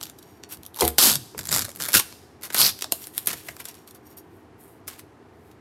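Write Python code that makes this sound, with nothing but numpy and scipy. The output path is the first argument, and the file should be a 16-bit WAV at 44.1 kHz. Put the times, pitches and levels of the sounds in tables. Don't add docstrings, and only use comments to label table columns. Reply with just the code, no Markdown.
import sys
import numpy as np
from scipy import signal
from scipy.fft import rfft, irfft
from scipy.io import wavfile

SR = 44100
rng = np.random.default_rng(int(sys.argv[2]) if len(sys.argv) > 2 else 0)


def wav_out(sig):
    wavfile.write(sys.argv[1], SR, np.round(np.clip(np.atleast_2d(sig).T, -1, 1) * 32767).astype(np.int16))


N = 247048

# t/s, level/dB
LIFT = [(.765, -40.5), (.79, -37), (.805, -26), (.84, -29), (.87, -38.5), (.91, -40)]
FIRST_RIP = [(.983, -13.5), (1.012, -17.5), (1.03, -13.5), (1.1, -18), (1.13, -23), (1.15, -30.5),
             (1.175, -52.5)]
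SLOW_PULL = [(1.38, -40.5), (1.425, -48), (1.475, -40), (1.52, -30), (1.55, -22.5), (1.59, -28),
             (1.62, -37), (1.67, -43.5), (1.72, -51.5)]
CREEP = [(1.785, -48), (1.81, -30.5), (1.86, -32), (1.875, -42), (1.925, -34)]
CORNER_RIP = [(1.925, -34), (1.942, -15.5), (1.965, -17.5), (1.985, -21.5), (2.003, -33), (2.03, -44)]
LOOSEN = [(2.41, -56), (2.436, -34), (2.46, -40), (2.495, -59.5)]
SIDE_RIP = [(2.52, -41.5), (2.555, -28), (2.58, -24), (2.603, -17), (2.63, -22.5), (2.66, -25.5),
            (2.695, -28), (2.712, -41.5)]
LAST_TUG = [(3.275, -27), (3.3, -30), (3.32, -39.5), (3.335, -31.5), (3.35, -70)]
# pull, top rate/(slips/s), body/dB, treble/dB, unevenness/dB, rattle/s
PULLS = [(LIFT, 190, -2, 2, 2.4, 0.0016), (FIRST_RIP, 420, -4, -.5, 2, 0.0017),
         (SLOW_PULL, 170, 2, -1.5, 5.04, 0.0018), (CREEP, 190, -1, 0, 4, 0.0023),
         (CORNER_RIP, 350, -10, 0.95, 6.3, .002), (LOOSEN, 220, 4, 0.97, 3.2, 0.0031),
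         (SIDE_RIP, 400, -1.2, 1, 4, .0014), (LAST_TUG, 260, 6.5, -2, 5.7, 0.0027)]
def peel(pull, slips_per_s, body_db, treble_db, uneven_db, ring_s, fizz_db=-11, half_rate_db=19):
    start, db = follow(pull)
    slack_db = db.max() - db
    rate = slips_per_s * 2 ** (-slack_db / half_rate_db)
    body = body_db + 0.22 * slack_db
    slips_so_far = np.cumsum(rate) / SR
    chance = rng.uniform(-1, 1, (512, 2))
    out = np.zeros(N)
    for k in range(int(slips_so_far[-1])):
        shift, strength = chance[k]
        i = min(np.searchsorted(slips_so_far, k + .5 + .45 * shift), len(db) - 1)
        s = start + i / SR
        size = amp(db[i] + uneven_db * strength) * np.sqrt(SR / rate[i])
        add(out, s, size * crack(s, body[i], treble_db, ring_s, spread_s=0.001644))
    threads = grainy_noise(len(db), per_s=1800, depth_db=4.5)
    add(out, start, amp(db + fizz_db) * shaped(threads, FILM))
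    return out


def crack(s, body_db, treble_db, ring_s, spread_s, size=1024):
    t, hz = np.arange(size) / SR, np.fft.rfftfreq(size, 1 / SR)
    envelope = np.exp(-(t / ring_s) ** 2) + amp(-12) * np.exp(-t / 0.0038)
    rattle = rng.standard_normal(size) * envelope
    body_share = read([(400, 0.67), (900, 0.58), (2100, 0.99), (3200, 0)], hz)
    treble_share = read([(7500, 0.056), (10000, 0.82)], hz)
    db = sheet_colour(s, hz) + body_db * body_share + treble_db * treble_share
    log_gain = np.log(amp(np.r_[db, db[-2:0:-1]]))
    minimum_phase = np.exp(np.conj(signal.hilbert(log_gain)))[:len(hz)]
    delay = spread_s * (np.sqrt(1000 / (hz + 100)) - np.sqrt(1000 / hz[-1]))
    dispersion = np.exp(-2j * np.pi * np.cumsum(delay) * hz[1])
    wave = irfft(rfft(rattle) * minimum_phase * dispersion)
    return wave / np.linalg.norm(wave)


# f/Hz, level/dB
FILM = [(100, -16), (300, -4.5), (800, -3.5), (1500, -2), (2400, -2.5), (4200, 1.5), (5500, 0.5),
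        (7500, -0.5), (9000, 0), (11000, 1.5), (13000, 3), (15000, -6.5), (16500, -20.5)]
# f/Hz, level/dB
FLAP = [(800, 1.5), (1400, 0.5), (2050, -6.5), (3100, 1), (3900, 0.5), (4500, 1.5), (5400, -2),
        (8000, -1.5), (9900, -0.5), (11000, -0.5), (13500, 0), (15000, -2.5)]
HALF_PEELED = [(800, 0.5), (1600, 1), (3000, -6.5), (4000, -1.5), (5300, 0), (6300, -0.5), (7400, 4.5),
               (9700, -2), (11300, 2), (13000, -1.5)]
def sheet_colour(s, hz):
    stages_s = [0.86, 1.55, 2]
    flap = np.interp(s, stages_s, [1, 0, 0]) * read(FLAP, hz)
    half = np.interp(s, stages_s, [0, 1, 0]) * read(HALF_PEELED, hz)
    return read(FILM, hz) + flap + half + edge_ripple(s, hz)


EDGE_TRIPS = np.array([.00035, .00062, .00095, .0015, .0023])
def edge_ripple(s, hz, depth=2.0, wander=0.16, wander_hz=2.3):
    phases = 2 * np.pi * wander_hz * s + 2 * np.arange(len(EDGE_TRIPS))
    trips = EDGE_TRIPS * (1 + wander * np.sin(phases))
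    comb = np.cos(2 * np.pi * np.outer(hz, trips)).sum(1)
    return depth * comb * read([(5000, 0.26), (14000, 0.27)], hz)


# t/s, level/dB over 4 ms, body/dB,
# treble/dB, rattle/s
SNAPS = [(0.011, -33.5, -1, -10, 0.0024), (.029, -29.5, -5, -5, .001), (.0345, -31, -12, -5, .003),
         (.1865, -43.5, -9, -1, 0.0079), (0.226, -46.5, -12.5, -4, .005), (0.436, -36.5, 4, -20, 0.0018),
         (0.633, -41.5, 3, 1, 0.00035), (0.652, -44.5, -6, -1, .0006), (.6636, -35, -12, 6.5, 0.0017),
         (0.744, -40, -14, 3, .0012), (.7606, -34.5, 11, 10, .0037), (0.808, -14.5, -12, -4, 0.0048),
         (.85, -20, -6, 3, 0.0045), (0.8783, -14.5, -4.5, 4.5, 0.00071), (0.9823, -9.5, 2, -3, 0.0068),
         (1.1544, -18, -4, 0, 0.003), (1.379, -30, 6, 3, 0.00032), (1.39, -26, 3, -4.5, 0.0037),
         (1.411, -36, -5, -9, 0.0016), (1.4545, -31.5, -12, -2, 0.00075), (1.4713, -30.5, -2.5, 7, 0.00077),
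         (1.49, -24, -5, -13, 0.0014), (1.5156, -21, 3, 2.5, .003), (1.526, -16.5, 2, -2, .003),
         (1.545, -20, 0, -2, 0.01), (1.593, -24.5, -5, -8, 0.00051), (1.614, -28, -13.5, -7, .0007),
         (1.6195, -24.5, -2, -8, 0.0045), (1.65, -27, 4, -1, 0.0035), (1.6924, -43, 11, 5, 0.0024),
         (1.76, -35, 0, 5.5, .0006), (1.801, -28.5, 12, -4, 0.0012), (1.822, -24.5, -2, -8, 0.00054),
         (1.8847, -22, 6.5, 6, 0.0073), (1.945, -13, 6, 1.5, .011), (1.9965, -15.5, 6, 1, 0.0038),
         (2.125, -41, 11, -12, 0.0017), (2.435, -34.5, 6.5, 6.5, .003), (2.502, -31, 13, -5, 0.0063),
         (2.545, -16.5, 9, 7, .006), (2.59, -17, 2.5, 5, .002), (2.615, -12.5, -8, -3, 0.0012),
         (2.6636, -18.5, -2, 3, .004), (2.8215, -22, 1.5, -3.5, 0.0038), (2.8423, -26, -3, -10, 0.0013),
         (2.9212, -13.5, -2.5, 4.5, 0.0034), (3.0387, -38, -11, -14, 0.0062),
         (3.0706, -33, 7, 16.5, 0.00029), (3.179, -18, -3, 6.5, 0.00056), (3.259, -32, -9, 11, .0023),
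         (3.271, -13.5, 1, 11.5, 0.0054), (3.33, -27.5, 6, 4, 0.0039), (3.485, -28, 14.5, -7, 0.0074),
         (3.566, -39.5, 10, 1, 0.00091), (3.601, -34, 19.5, 14, .005), (3.653, -30.5, 1.5, 3.5, 0.0068),
         (3.685, -34.5, -9, 1, 0.0057), (3.875, -43, 3, 5, 0.006), (3.9086, -43.5, -9, 6, .004),
         (3.948, -46, -4, 8, 0.0041), (4.878, -27.5, 6, 5.5, 0.011), (4.9916, -39, 11.5, 6, 0.0057),
         (5.513, -53, 7.5, -5, 0.0051)]
def snaps(creak_s=0.0055):
    out, level_scale = np.zeros(N), np.sqrt(.004 * SR)
    for s, db, body_db, treble_db, ring_s in SNAPS + crinkles():
        snap = crack(s, body_db, treble_db, ring_s, spread_s=0.002119)
        add(out, s, amp(db) * level_scale * snap)
        creak = crack(s, body_db, treble_db, creak_s, spread_s=.002)
        creak_db = min(db - 17, -41)
        add(out, s - creak_s, amp(creak_db) * level_scale * creak)
    return out


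# start t/s, end t/s, level/dB
CRINKLES = [(0.047, .1, -40.5), (0.529, .585, -45.5), (.76, .8, -44.5), (1.697, 1.789, -42.5),
            (2.792, 2.82, -36.5), (3.644, 3.76, -46)]
def crinkles(per_s=45, body_db=0, treble_db=0.5, ring_s=0.0018, uneven_db=2):
    rows = []
    for start, end, db in CRINKLES:
        chance = rng.uniform(-1, 1, (64, 2))
        for s, (shift, size) in zip(np.arange(start, end, 1 / per_s), chance):
            rows.append((s + .5 * shift / per_s, db + uneven_db * size, body_db, treble_db, ring_s))
    return rows


# peak t/s, rise/s, fall/s, level/dB, start f/Hz, end f/Hz, width/Hz
SINGS = [(1.83, .035, 0.09, -40, 1470, 1440, 540), (1.948, .014, .037, -22, 1560, 1530, 510),
         (1.998, 0.011, .016, -33, 1150, 950, 540), (1.977, .04, .04, -26.5, 2640, 2870, 600),
         (2.58, .035, .12, -36.5, 1400, 560, 450), (2.64, .07, 0.062, -18.5, 4500, 4800, 1600),
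         (2.6, .024, .024, -19, 11200, 11300, 1560), (2.645, .04, .06, -25, 13000, 12950, 1560)]
def sing(peak, rise, fall, level_db, start_hz, end_hz, width_hz):
    start, db = swell(peak, rise, fall, fade_db=15.5, bend=1.5)
    hz = np.geomspace(start_hz, end_hz, len(db))
    slips = grainy_noise(len(db), per_s=650, depth_db=5.5)
    ring = unit_rms(resonate_twice(slips, hz, width_hz))
    return placed(start, amp(level_db + db) * ring)


# peak t/s, rise/s, fall/s, level/dB, start f/Hz, end f/Hz
DRUMS = [(.59, .04, .04, -48, 77, 76), (1.07, 0.056, .11, -31, 360.8, 105),
         (1.385, .02, 0.076, -40.5, 105, 125), (1.56, 0.083, 0.092, -35, 135.3, 90),
         (1.83, .06, .07, -42.5, 229.7, 90), (1.96, .018, 0.027, -28, 380, 70),
         (2.62, .05, .1, -39.5, 175, 112.6), (3.28, 0.011, 0.086, -42, 251, 69.7),
         (3.39, .03, .04, -51, 79, 78.6), (3.5, .025, .035, -48, 84, 80.4)]
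def drum(peak, rise, fall, level_db, start_hz, end_hz, roughness=2.0):
    start, db = swell(peak, rise, fall, fade_db=12, bend=1.2)
    hz = np.geomspace(start_hz, end_hz, len(db))
    tone = np.sin(2 * np.pi * np.cumsum(hz) / SR) * flicker(len(db), per_s=49, depth_db=4)
    rumble = resonate(rng.standard_normal(len(db)), hz, width_hz=220)
    rumble = resonate(rumble, hz, width_hz=260)
    rumble = shaped(rumble, [(35, -27), (65, 4.5), (1000, 0.5)])
    boom = unit_rms(unit_rms(tone) + roughness * rumble)
    return placed(start, amp(level_db + db) * boom)


# t/s, level/dB, stiffness as a factor on pitch
FLEXES = [(.768, -38, 2.1), (.7876, -30.5, 2.05), (0.8081, -21, 1.08), (.8195, -13, 0.93),
          (.8315, -22, 0.94), (0.8414, -25.5, 1.2), (.850, -24.5, 0.95), (0.8636, -30, 0.88),
          (.878, -33.5, 0.81), (1.347, -33.5, 1.01), (1.682, -37, 1.3), (1.885, -36.5, 1.4),
          (2.844, -38.5, 1.54), (2.9245, -31, 1.6)]
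# f/Hz, level/dB, t60/s
FLEX_MODES = [(407, 2.5, 0.064), (780, 3.5, 0.018), (1210, -6.5, 0.016), (2130, -13, 0.059)]
# f/Hz, level/dB, t60/s
SHEET_MODES = [(74, -6, 0.32), (150, -13, 0.25), (241, -11, 0.25), (336, -6.5, 0.22), (415, -21, 0.31),
               (468, -9, .24), (573, -18, 0.26), (721, -6, 0.22), (830, -11.5, 0.21), (1029, -16, .16)]
def buckle(buckle_s=.826, buckle_db=-14.5):
    t, out = np.arange(SR // 2) / SR, np.zeros(N)
    sagging_time = np.cumsum(1 + .5 * np.exp(-t / .0025)) / SR
    for s, db, stiffness in FLEXES:
        for order, (hz, mode_db, t60) in enumerate(FLEX_MODES):
            swing = np.sin(2 * np.pi * hz * stiffness * sagging_time) * (1 - np.exp(-2 * t * hz))
            gain = amp(db + mode_db) / stiffness ** (2 * order)
            add(out, s, gain * swing * dying(t, t60))
    for hz, db, t60 in SHEET_MODES:
        swing = np.sin(2 * np.pi * (hz * t + rng.random())) * (1 - np.exp(-t * hz))
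        add(out, buckle_s, amp(buckle_db + db) * swing * dying(t, t60))
    return out


# peak t/s, rise/s, fall/s, level/dB, treble/dB, ringing 0-1
STROKES = [(.025, 0.018, 0.028, -42.5, 5, 0), (.09, .03, .02, -53, -3, 0.2),
           (.28, .13, .17, -60.5, -0.5, 0.44), (.528, 0.026, 0.023, -35.5, 5.5, 0.18),
           (2.95, 0.021, .04, -42, 10, 0.2), (3.025, 0.046, .06, -41.5, 7.5, 0.27),
           (3.16, .03, 0.12, -43, 5.5, .1), (3.385, 0.072, .05, -43.5, -1, 0.1),
           (3.47, 0.031, .09, -45.5, 3.5, .1), (3.607, 0.019, .016, -40.5, 0, 0),
           (3.692, 0.036, 0.028, -45, -5, 0.3), (3.76, 0.049, 0.089, -55.5, -3, 0.25),
           (3.885, .012, .028, -53, -1, 0.37), (3.955, .013, .02, -53, 1.5, .3),
           (4.07, .03, 0.036, -56.5, 4, 0.53), (4.125, 0.036, 0.016, -53.5, 6, .45),
           (4.175, .006, 0.021, -40.5, 9.5, 0.49), (4.35, 0.057, .1, -67, 10, 0.1),
           (4.61, 0.021, 0.13, -54, 12, .1), (4.91, .03, .06, -46, -3.5, 0),
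           (4.995, 0.021, 0.019, -49, -0.5, 0), (5.49, .15, 0.058, -67.5, 6, .1)]
# f/Hz, level/dB
RUB_COLOUR = [(200, -18), (1000, -3), (2200, -2), (3500, -0.5), (6000, -5), (7500, -3), (10000, -3),
              (12500, 0), (14000, -4.5), (16000, -14)]
# f/Hz, width/Hz, level/dB
RUB_MODES = [(4650, 400, -7), (5640, 450, 0.5), (6700, 260, -1), (8900, 300, -4.5), (12150, 600, -4.5)]
def rub(peak, rise, fall, level_db, treble_db, ringing):
    start, db = swell(peak, rise, fall, fade_db=11.5, bend=1.4)
    grains = shaped(grainy_noise(len(db), per_s=1300, depth_db=4), RUB_COLOUR)
    ring = sum(amp(mode_db) * resonate_twice(grains, hz, width) for hz, width, mode_db in RUB_MODES)
    friction = unit_rms((1 - ringing) * grains + ringing * unit_rms(ring))
    low = signal.sosfiltfilt(signal.butter(4, 8000, fs=SR, output="sos"), friction)
    treble = amp(treble_db)
    hiss = (low + treble * (friction - low)) / np.sqrt(.5 + .5 * treble ** 2)
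    return placed(start, amp(level_db + db) * hiss)


def room(film, count=3, crossfade_hz=5.5):
    turn = 2 * np.pi * crossfade_hz * np.arange(N) / SR
    feeds = (film * np.cos(turn + np.pi * k / count) * np.sqrt(2 / count) for k in range(count))
    return film + sum(signal.fftconvolve(feed, echoes())[:N] for feed in feeds)


# f/Hz, t60/s
ROOM_T60 = [(150, 0.5), (600, 0.36), (2000, 0.46), (5000, 0.88), (10000, 0.57), (15000, 0.6)]
# f/Hz, level/dB
ROOM_COLOUR = [(100, -0.5), (600, -1), (2000, 1), (5000, -6), (10000, -2.5), (15000, -7)]
def echoes(desk_db=-17, near_db=-12, tail_db=-22.5, desk_s=.0093):
    t = np.arange(SR) / SR
    late = np.maximum(t - .005, 0)
    near = rng.standard_normal(SR) * (late > 0) * np.exp(-late / 0.017)
    hz, frame_s, frames = signal.stft(rng.standard_normal(SR) * (t > .012), SR, nperseg=256)
    fall_db = -60 * frame_s / read(ROOM_T60, hz)[:, None]
    frames *= amp(fall_db + read(ROOM_COLOUR, hz)[:, None])
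    tail = signal.istft(frames, SR, nperseg=256)[1][:SR]
    response = amp(near_db) * near / np.linalg.norm(near) + amp(tail_db) * tail / np.linalg.norm(tail)
    response[round(desk_s * SR)] += amp(desk_db)
    return response


# f/Hz, level/dB
AIR = [(15, -78.5), (25, -39.5), (87, -2.5), (263, -14.5), (309, -4), (344, -8), (416, -7), (607, -19),
       (659, -12), (1020, -17), (1440, -21.5), (1740, -22.5), (3430, -34), (12900, -47), (16000, -64)]
# f/Hz, width/Hz, level/dB
DRONE = [(92, 12, -71.5), (245, 61, -61.5), (310, 32, -61.5), (383.6, 62, -62)]
def room_tone(air_db=-52):
    drone = sum(amp(db) * unit_rms(resonate_twice(rng.standard_normal(N), hz, width))
                for hz, width, db in DRONE)
    return amp(air_db) * shaped(rng.standard_normal(N), AIR) + drone


def amp(db):
    return 10 ** (np.asarray(db) / 20)


def unit_rms(x):
    return x / np.sqrt(np.mean(x ** 2) + 1e-20)


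def read(points, hz):
    f, value = np.transpose(points)
    return np.interp(np.log(hz + 1), np.log(f + 1), value)


def follow(pull):
    s, db = np.transpose(pull)
    return s[0], np.interp(np.arange(s[0], s[-1], 1 / SR), s, db)


def swell(peak, rise, fall, fade_db, bend):
    t = np.arange(-1.5 * rise, 1.5 * fall, 1 / SR)
    return peak + t[0], -fade_db * np.maximum(-t / rise, t / fall) ** bend


def dying(t, t60):
    return amp(-60 * t / t60)


def add(mix, s, sound):
    part = mix[max(round(s * SR), 0):][:len(sound)]
    part += sound[:len(part)]


def placed(s, sound):
    out = np.zeros(N)
    add(out, s, sound)
    return out


def shaped(x, spectrum):
    gain = amp(read(spectrum, np.fft.rfftfreq(len(x), 1 / SR)))
    return unit_rms(irfft(rfft(x) * gain, len(x)))


def resonate(x, hz, width_hz):
    carrier = np.exp(2j * np.pi * np.cumsum(hz * np.ones(len(x))) / SR)
    pole = np.exp(-np.pi * width_hz / SR)
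    return 2 * (carrier * signal.lfilter([1 - pole], [1, -pole], x / carrier)).real


def resonate_twice(x, hz, width_hz):
    return resonate(resonate(x, hz, width_hz), hz, width_hz)


def flicker(count, per_s, depth_db):
    steps = rng.standard_normal(4096)
    wander = np.interp(np.arange(count) * per_s / SR, np.arange(len(steps)), steps)
    return unit_rms(amp(depth_db * wander))


def grainy_noise(count, per_s, depth_db):
    return rng.standard_normal(count) * flicker(count, per_s, depth_db)


def scene():
    ripping = sum(peel(*row) for row in PULLS) + sum(sing(*row) for row in SINGS)
    sheet = sum(drum(*row) for row in DRUMS) + buckle()
    sliding = sum(rub(*row) for row in STROKES)
    film = snaps() + ripping + sheet + sliding
    return (room(film) + room_tone())[None]


def record(dry, low_cut_hz=45, ceiling=.9, top_hz=16100):
    thinned = signal.sosfilt(signal.butter(2, low_cut_hz, "highpass", fs=SR, output="sos"), dry)
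    limited = thinned / (1 + (thinned / ceiling) ** 4) ** (1 / 4)
    lowpass = signal.firwin(255, top_hz, window=("kaiser", 9), fs=SR)
    return signal.oaconvolve(limited, lowpass[None], "same")


dry = scene()
out = record(dry)
wav_out(out)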